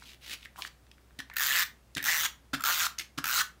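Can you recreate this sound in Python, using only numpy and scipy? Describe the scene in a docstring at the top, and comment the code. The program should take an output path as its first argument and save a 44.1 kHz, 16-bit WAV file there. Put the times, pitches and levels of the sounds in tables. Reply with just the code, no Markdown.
"""A plastic tape runner is set down on a paper square and drawn across it four times on a craft table, heard close.
Each ratchet tooth is a noise burst with some clean ringing, faster as the hand speeds up; tape peels off as hiss.
Before that the square is slid over and turned: grainy bands of noise, with short resonant snaps and creaks.
Landings add a noisy scuff and a thump of decaying sines; a small room answers over room tone and a low hum."""
import sys
import numpy as np
from scipy import signal
from scipy.fft import rfft, irfft, next_fast_len
from scipy.io import wavfile
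from scipy.ndimage import uniform_filter1d

SR = 44100
rng = np.random.default_rng(int(sys.argv[2]) if len(sys.argv) > 2 else 0)


def wav_record(signal):
    """Record a signal, one row per channel, as 16-bit PCM in the file named by sys.argv[1]."""
    frames = np.transpose(np.atleast_2d(signal))
    bounded = np.clip(frames, -1, 1)
    # unit amplitude maps onto the largest positive 16-bit level
    quanta = np.round(bounded * 32767).astype(np.int16)
    wavfile.write(sys.argv[1], SR, quanta)


N = 158760  # samples

RISE_S = .0008  # time constant with which a snap swells


def amp(db):
    """dB to gain."""
    return 10 ** (np.asarray(db) / 20)


def unit(x):
    """Scaled to rms 1."""
    return x / np.sqrt(np.mean(x ** 2) + 1e-20)


def along(points, hz):
    """Values between (Hz, value) points, on a log frequency axis."""
    f, v = np.transpose(points)
    return np.interp(np.log(hz + 1), np.log(f + 1), v)


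def filtered(x, response):
    """x passed through a complex response of frequency."""
    m = next_fast_len(x.shape[-1] + 8192)
    spectrum = rfft(x, m) * response(np.fft.rfftfreq(m, 1 / SR))
    return irfft(spectrum, m)[..., :x.shape[-1]]


def colour(spectrum):
    """Frequency response that follows (Hz, dB) points."""
    return lambda hz: amp(along(spectrum, hz))


def peak(hz, wide_hz):
    """Frequency response of one resonance."""
    return lambda f: 1j * f * wide_hz / (hz * hz - f * f + 1j * f * wide_hz)


def twice(response):
    """The response applied twice, for steeper skirts."""
    return lambda f: response(f) ** 2


def level(response):
    """The response scaled to rms gain 1, so that white noise keeps its level."""
    return lambda f: response(f) / np.sqrt(np.mean(np.abs(response(f)) ** 2))


def add(out, s, x):
    """Mix x into out at time s."""
    part = out[round(s * SR):][:len(x)]
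    part += x[:len(part)]


def patchy(x, depth_db):
    """Colour that shifts at random from moment to moment."""
    z = signal.stft(x, nperseg=256)[2]
    field = uniform_filter1d(rng.standard_normal(z.shape), size=3, axis=0)  # across frequency
    field = uniform_filter1d(field, size=14, axis=1)  # along time
    return signal.istft(z * amp(depth_db * unit(field)), nperseg=256)[1][:len(x)]


def bursts(times, gains, t60, n, hz=None):
    """Noise bursts that rise fast and die, and a clean ring at the same moments if a pitch is given."""
    t = np.arange(n // 8) / SR
    shape = (1 - np.exp(-t / RISE_S)) * amp(-60 * t / t60)
    hits = np.bincount((times * SR).astype(int), gains, n)[:n]

    def play(hit):
        return signal.fftconvolve(hits, hit / np.linalg.norm(hit))[:n]

    noisy = rng.standard_normal(n) * play(shape)
    return noisy, play(shape * np.sin(2 * np.pi * hz * t)) if hz else None


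def struck(times, gains, t60, n, hz, response):
    """Hard plastic struck: resonant noise mixed with a share of clean ringing."""
    clear = .25  # share of the energy that rings clean
    noisy, ring = bursts(times, gains, t60, n, hz)
    return np.sqrt(1 - clear) * filtered(noisy, level(response)) + np.sqrt(clear) * ring


def pawl_snap(times, gains, n):
    """The pawl drops off a tooth: a very high, very short resonance."""
    hz, wide_hz, t60_s = 14300, 2600, .008
    return struck(times, gains, t60_s, n, hz, peak(hz, wide_hz))


def plastic_shell(times, gains, n, hz):
    """The shell rings in a broad resonance at each blow or creak."""
    wide_hz, t60_s = 480, 0.015
    return struck(times, gains, t60_s, n, hz, twice(peak(hz, wide_hz)))


def tape_peel(times, gains, steady_gain, steady_share, n):
    """Tape leaves its backing in jerks at the teeth, over hiss that takes a growing share of the energy."""
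    # colour of tape and paper: frequency_hz, relative level_db
    peel_spectrum = [(500, -30.5), (1300, -9), (2600, -10), (3600, -8), (5000, -13), (6700, -10),
                     (7800, -15), (10500, -22.5), (15700, -20)]
    jerks = bursts(times, gains, 0.019, n)[0]  # t60 in s
    steady = steady_gain * rng.standard_normal(n)
    mix = np.sqrt(1 - steady_share) * jerks + np.sqrt(steady_share) * steady
    return filtered(mix, level(colour(peel_spectrum)))


def strokes():
    """Every tooth snaps the pawl, rings the shell and jerks the tape off its backing."""
    # gear turning, one list a stroke: time_s, teeth_passed
    gear_turning = [
        [(1.3668, 0), (1.3829, 1), (1.3959, 2), (1.4062, 3), (1.4621, 11), (1.543, 22), (1.6325, 38)],
        [(2.0407, 0), (2.0502, 1), (2.0659, 3), (2.0831, 6), (2.1673, 20), (2.189, 23), (2.234, 30),
         (2.261, 35)],
        [(2.6378, 0), (2.6501, 1), (2.666, 3), (2.693, 7), (2.7445, 16), (2.7842, 22), (2.8654, 36)],
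        [(3.2416, 0), (3.2554, 1), (3.2677, 2), (3.2869, 4), (3.3276, 9), (3.3594, 14), (3.4148, 26)],
    ]
    # weak teeth that slip before the first three strokes: time_s, level_db against a full tooth
    slack_teeth = [
        [(1.337, -19.5), (1.3595, -16)],
        [(2.012, -22), (2.027, -5)],
        [(2.58, -25.5), (2.596, -24), (2.607, -9.5), (2.621, -13)],
        [],
    ]
    # five even steps from first to last tooth of each stroke: snap_db, shell_over_snap_db, peel_over_snap_db
    stroke_levels = [
        [(-35.5, 5.5, 2), (-34, -3, 1.5), (-35.5, 3.5, 3), (-36, 3.5, 3), (-39.5, -2.5, 7.5)],
        [(-35.5, -8, 2.5), (-37.5, 7.5, 7.5), (-37, 8, 4), (-35, -7, 1.5), (-37.5, -7, 8)],
        [(-36.5, 4, 5.5), (-33.5, 6.5, -0.5), (-39, -11, 5.5), (-37, -3, 7), (-40, 6.5, 10)],
        [(-37.5, 5.5, 4), (-37.5, 1, 3), (-37, -2.5, 4), (-36.5, -4, 5), (-37.5, 7.5, 6.5)],
    ]
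    # the shell's main ring moves with the grip, one value a stroke: pitch_hz
    shell_pitches = [1770, 1850, 1386, 1420]
    # the shell creaks while the hand presses down, one value a stroke: level_db before a random strength
    creak_levels = [-53.5, -43, -46, -53]
    creaks_per_s, press_s = 250, .062  # press_s: from pressing down to the first full tooth
    scatter_db, jitter_s = 1.5, .0002  # standard deviations from tooth to tooth
    out, n = np.zeros(N), SR
    tables = zip(gear_turning, slack_teeth, stroke_levels, shell_pitches, creak_levels)
    for teeth, slack, rows, shell_hz, creak_db in tables:
        s, count = np.transpose(teeth)
        at = np.interp(np.arange(count[-1] + 1), count, s)
        # every tooth stores the same spring energy; the usual gap turns levels into gains of single hits
        gap = np.sqrt(np.median(np.diff(at)) * SR)
        at = at + jitter_s * rng.standard_normal(len(at)) * (at > at[2])
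        early, early_db = np.reshape(slack, (-1, 2)).T
        tooth_db = np.r_[early_db, 0 * at]
        at = np.r_[early, at]
        start = s[0] - press_s
        when = np.linspace(s[0], s[-1], len(rows))
        snap_db, shell_db, peel_db = np.transpose(rows)

        def gains(db):
            scatter = scatter_db * rng.standard_normal(len(at))
            return gap * amp(np.interp(at, when, db) + tooth_db + scatter)

        hits = at - start
        snap = pawl_snap(hits, gains(snap_db), n)
        shell = plastic_shell(hits, gains(snap_db + shell_db), n, shell_hz)
        when_creak, strength = rng.random((2, round(press_s * creaks_per_s)))
        creaks = plastic_shell(press_s * when_creak, gap * amp(creak_db) * strength, n, shell_hz)

        t = start + np.arange(n) / SR
        steady_share = np.interp(t, s[[0, -1]], [0.059, 0.37])
        steady_gain = amp(np.interp(t, when, snap_db + peel_db)) * (t > s[0]) * (t < s[-1])
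        peel = tape_peel(hits, gains(snap_db + peel_db), steady_gain, steady_share, n)
        add(out, start, patchy(snap + shell + creaks + peel, depth_db=2.5))
    return out


def landings():
    """Runner meets paper: a scuff of rattling contacts, the shell's ring and a thump in the table."""
    # start_s, level_db, thump_over_level_db, shell_over_scuff_db, hold_s, shell_pitch_hz
    touchdowns = [(1.185, -33, -7.5, 2, 0.0092, 1820), (1.96, -31, -1, 1, 0.021, 1810),
                  (2.5302, -25, -2.5, 2.5, 0.016, 1430), (3.174, -24, -6, 0, 0.0067, 1380)]
    # colour of the scuff: frequency_hz, relative level_db
    scuff_spectrum = [(120, 3.5), (350, 2), (700, -25), (3500, 3), (7000, -8), (15700, -18.5)]
    # modes of the table top: pitch_hz, relative level_db, t60_s
    table_modes = [(138.5, -6, 0.094), (192.6, -8.5, 0.049), (273.6, -0.5, 0.1)]
    scuff_t60_s, rise_s = 0.055, 0.0062
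    out, t = np.zeros(N), np.arange(SR // 3) / SR
    rise = np.minimum(t / rise_s, 1) ** 2
    for s, db, thump_db, shell_db, hold_s, hz in touchdowns:
        noise = rng.standard_normal((3, len(t)))
        rattle = amp(4 * unit(uniform_filter1d(noise[2], 90)))
        shape = rise * amp(-60 * np.maximum(t - hold_s, 0) / scuff_t60_s) * rattle

        def scuff_response(f):
            # the low end of the scuff follows the thump
            return colour(scuff_spectrum)(f) * np.where(f < 500, amp(thump_db), 1)

        scuff = unit(filtered(noise[0], scuff_response))
        shell = amp(shell_db) * unit(filtered(noise[1], peak(hz, 210)))
        modes = [amp(mode_db - 60 * t / t60) * np.sin(2 * np.pi * f * t) for f, mode_db, t60 in table_modes]
        thump = amp(thump_db) * sum(modes) * rise
        add(out, s, amp(db) * (amp(-9.5) * shape * (scuff + shell) + thump))
    return out


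def ticks():
    """Paper snaps and runner creaks: short noise bursts, each ringing around its own pitch."""
    # start_s, peak level_db, pitch_hz
    snaps = [(0.022, -39.5, 1300), (0.056, -43, 2780), (0.429, -41.5, 2680), (0.456, -34, 2000),
             (0.559, -38, 1290), (0.621, -20, 2980), (0.649, -26, 1740), (0.867, -53, 2950),
             (0.914, -41, 3100), (0.981, -50, 1710), (1.107, -51.5, 1270), (1.299, -34.5, 1650),
             (1.95, -24.5, 4530), (2.986, -19, 5000), (2.995, -28.5, 3180)]
    q, t60_s = 1.11, 0.0099  # q: pitch over width of the resonance
    out, t = np.zeros(N), np.arange(SR // 15) / SR
    shape = amp(-60 * t / t60_s) * (1 - np.exp(-t / RISE_S))
    for s, db, hz in snaps:
        burst = rng.standard_normal(len(t)) * shape
        tone = filtered(burst, twice(peak(hz, hz / q)))
        add(out, s, amp(db) * tone / np.abs(tone).max())
    return out


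def noise_bands():
    """Short grainy bands of noise, hiss above and flapping below: paper swishes, a low ring, the runner's release."""
    # paper swishes, a short low ring dying away among them (1100 Hz), and last the runner's release:
    # start_s, end_s, first level_db, last level_db (before grain), pitch_hz
    bands = [(0, 0.145, -59, -54, 3020), (0.225, 0.343, -54.5, -36.5, 2830), (0.355, 0.458, -66, -53, 2830),
             (0.593, 0.612, -41.5, -53, 1100), (0.574, 0.676, -54, -47.5, 3400),
             (2.998, 3.018, -35.5, -42.5, 2470)]
    treble_db, flap_db, flap_hz = -9.5, -21, 294  # levels against the band
    fade_s, broad_hz = 0.034, 2310  # the band widens with pitch: as wide as its centre at broad_hz
    t, out, noise = np.arange(N) / SR, np.zeros(N), rng.standard_normal((4, N))
    grain = unit(amp(3 * unit(uniform_filter1d(noise[2], size=120))))
    treble = unit(filtered(noise[1], lambda f: f > 6000))
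    flap = unit(filtered(noise[3], twice(peak(flap_hz, flap_hz))))
    for start, end, first_db, last_db, hz in bands:
        body = unit(filtered(noise[0], twice(peak(hz, hz ** 2 / broad_hz))))
        times = [start - .015, start, end, end + fade_s]
        levels = [first_db - 8, first_db, last_db, last_db - 57]
        db = np.interp(t, times, levels, -np.inf, -np.inf)  # silent outside
        out += amp(db) * (body + amp(treble_db) * treble + amp(flap_db) * flap)
    return patchy(out * grain, depth_db=1.5)


def room(x):
    """Each frequency of the tail dies at its own speed; the tail differs from moment to moment."""
    # decay of the small room: frequency_hz, t60_s
    decay = [(200, 0.32), (2500, 0.24), (14000, 0.19)]
    out, step = np.zeros(N), SR // 10
    for i in range(0, N, step):
        hz, t, z = signal.stft(rng.standard_normal(SR // 2), SR, nperseg=256)
        fall = amp(-60 * t / along(decay, hz)[:, None])
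        tail = signal.istft(z * fall, SR, nperseg=256)[1]
        reply = signal.fftconvolve(x[i:i + step], tail / np.linalg.norm(tail))
        add(out, i / SR + 0.0022, reply)  # the tail starts 2.2 ms late
    return out


def air():
    """Coloured noise as room tone, and a low hum whose phase wavers slowly at random."""
    # colour of the room tone: frequency_hz, relative level_db
    tone_spectrum = [(45, -5), (64, -10.5), (120, -6.5), (424, -17.5), (15700, -37.5)]
    tone_db = -64  # rms above 100 Hz
    hum_hz, waver_hz, hum_db = 61.8, 3.3, -58.5  # waver_hz: fastest wandering of the phase
    noise = rng.standard_normal((2, N))
    tone = filtered(noise[0], colour(tone_spectrum))
    tone = tone / np.std(filtered(tone, lambda f: f > 100))
    waver = 0.73 * unit(filtered(noise[1], lambda f: f < waver_hz))  # radians
    hum = np.sin(2 * np.pi * hum_hz * np.arange(N) / SR + waver)
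    return amp(tone_db) * tone + amp(hum_db) * hum


def scene():
    """Hands at work close by, the room's answer, the air."""
    room_db = -8.5
    near = strokes() + landings() + ticks() + noise_bands()
    return (near + amp(room_db) * room(near) + air())[None]


def record(dry):
    """Band limits: deep bass falls away, treble fades out just below 16 kHz."""
    top_hz, bass_hz = 16000, 40

    def response(hz):
        treble = np.clip((top_hz - hz) / 300, 0, 1) ** 2
        return treble / (1 + (bass_hz / (hz + 1)) ** 4)

    return filtered(dry, response)


dry = scene()
out = record(dry)
wav_record(out)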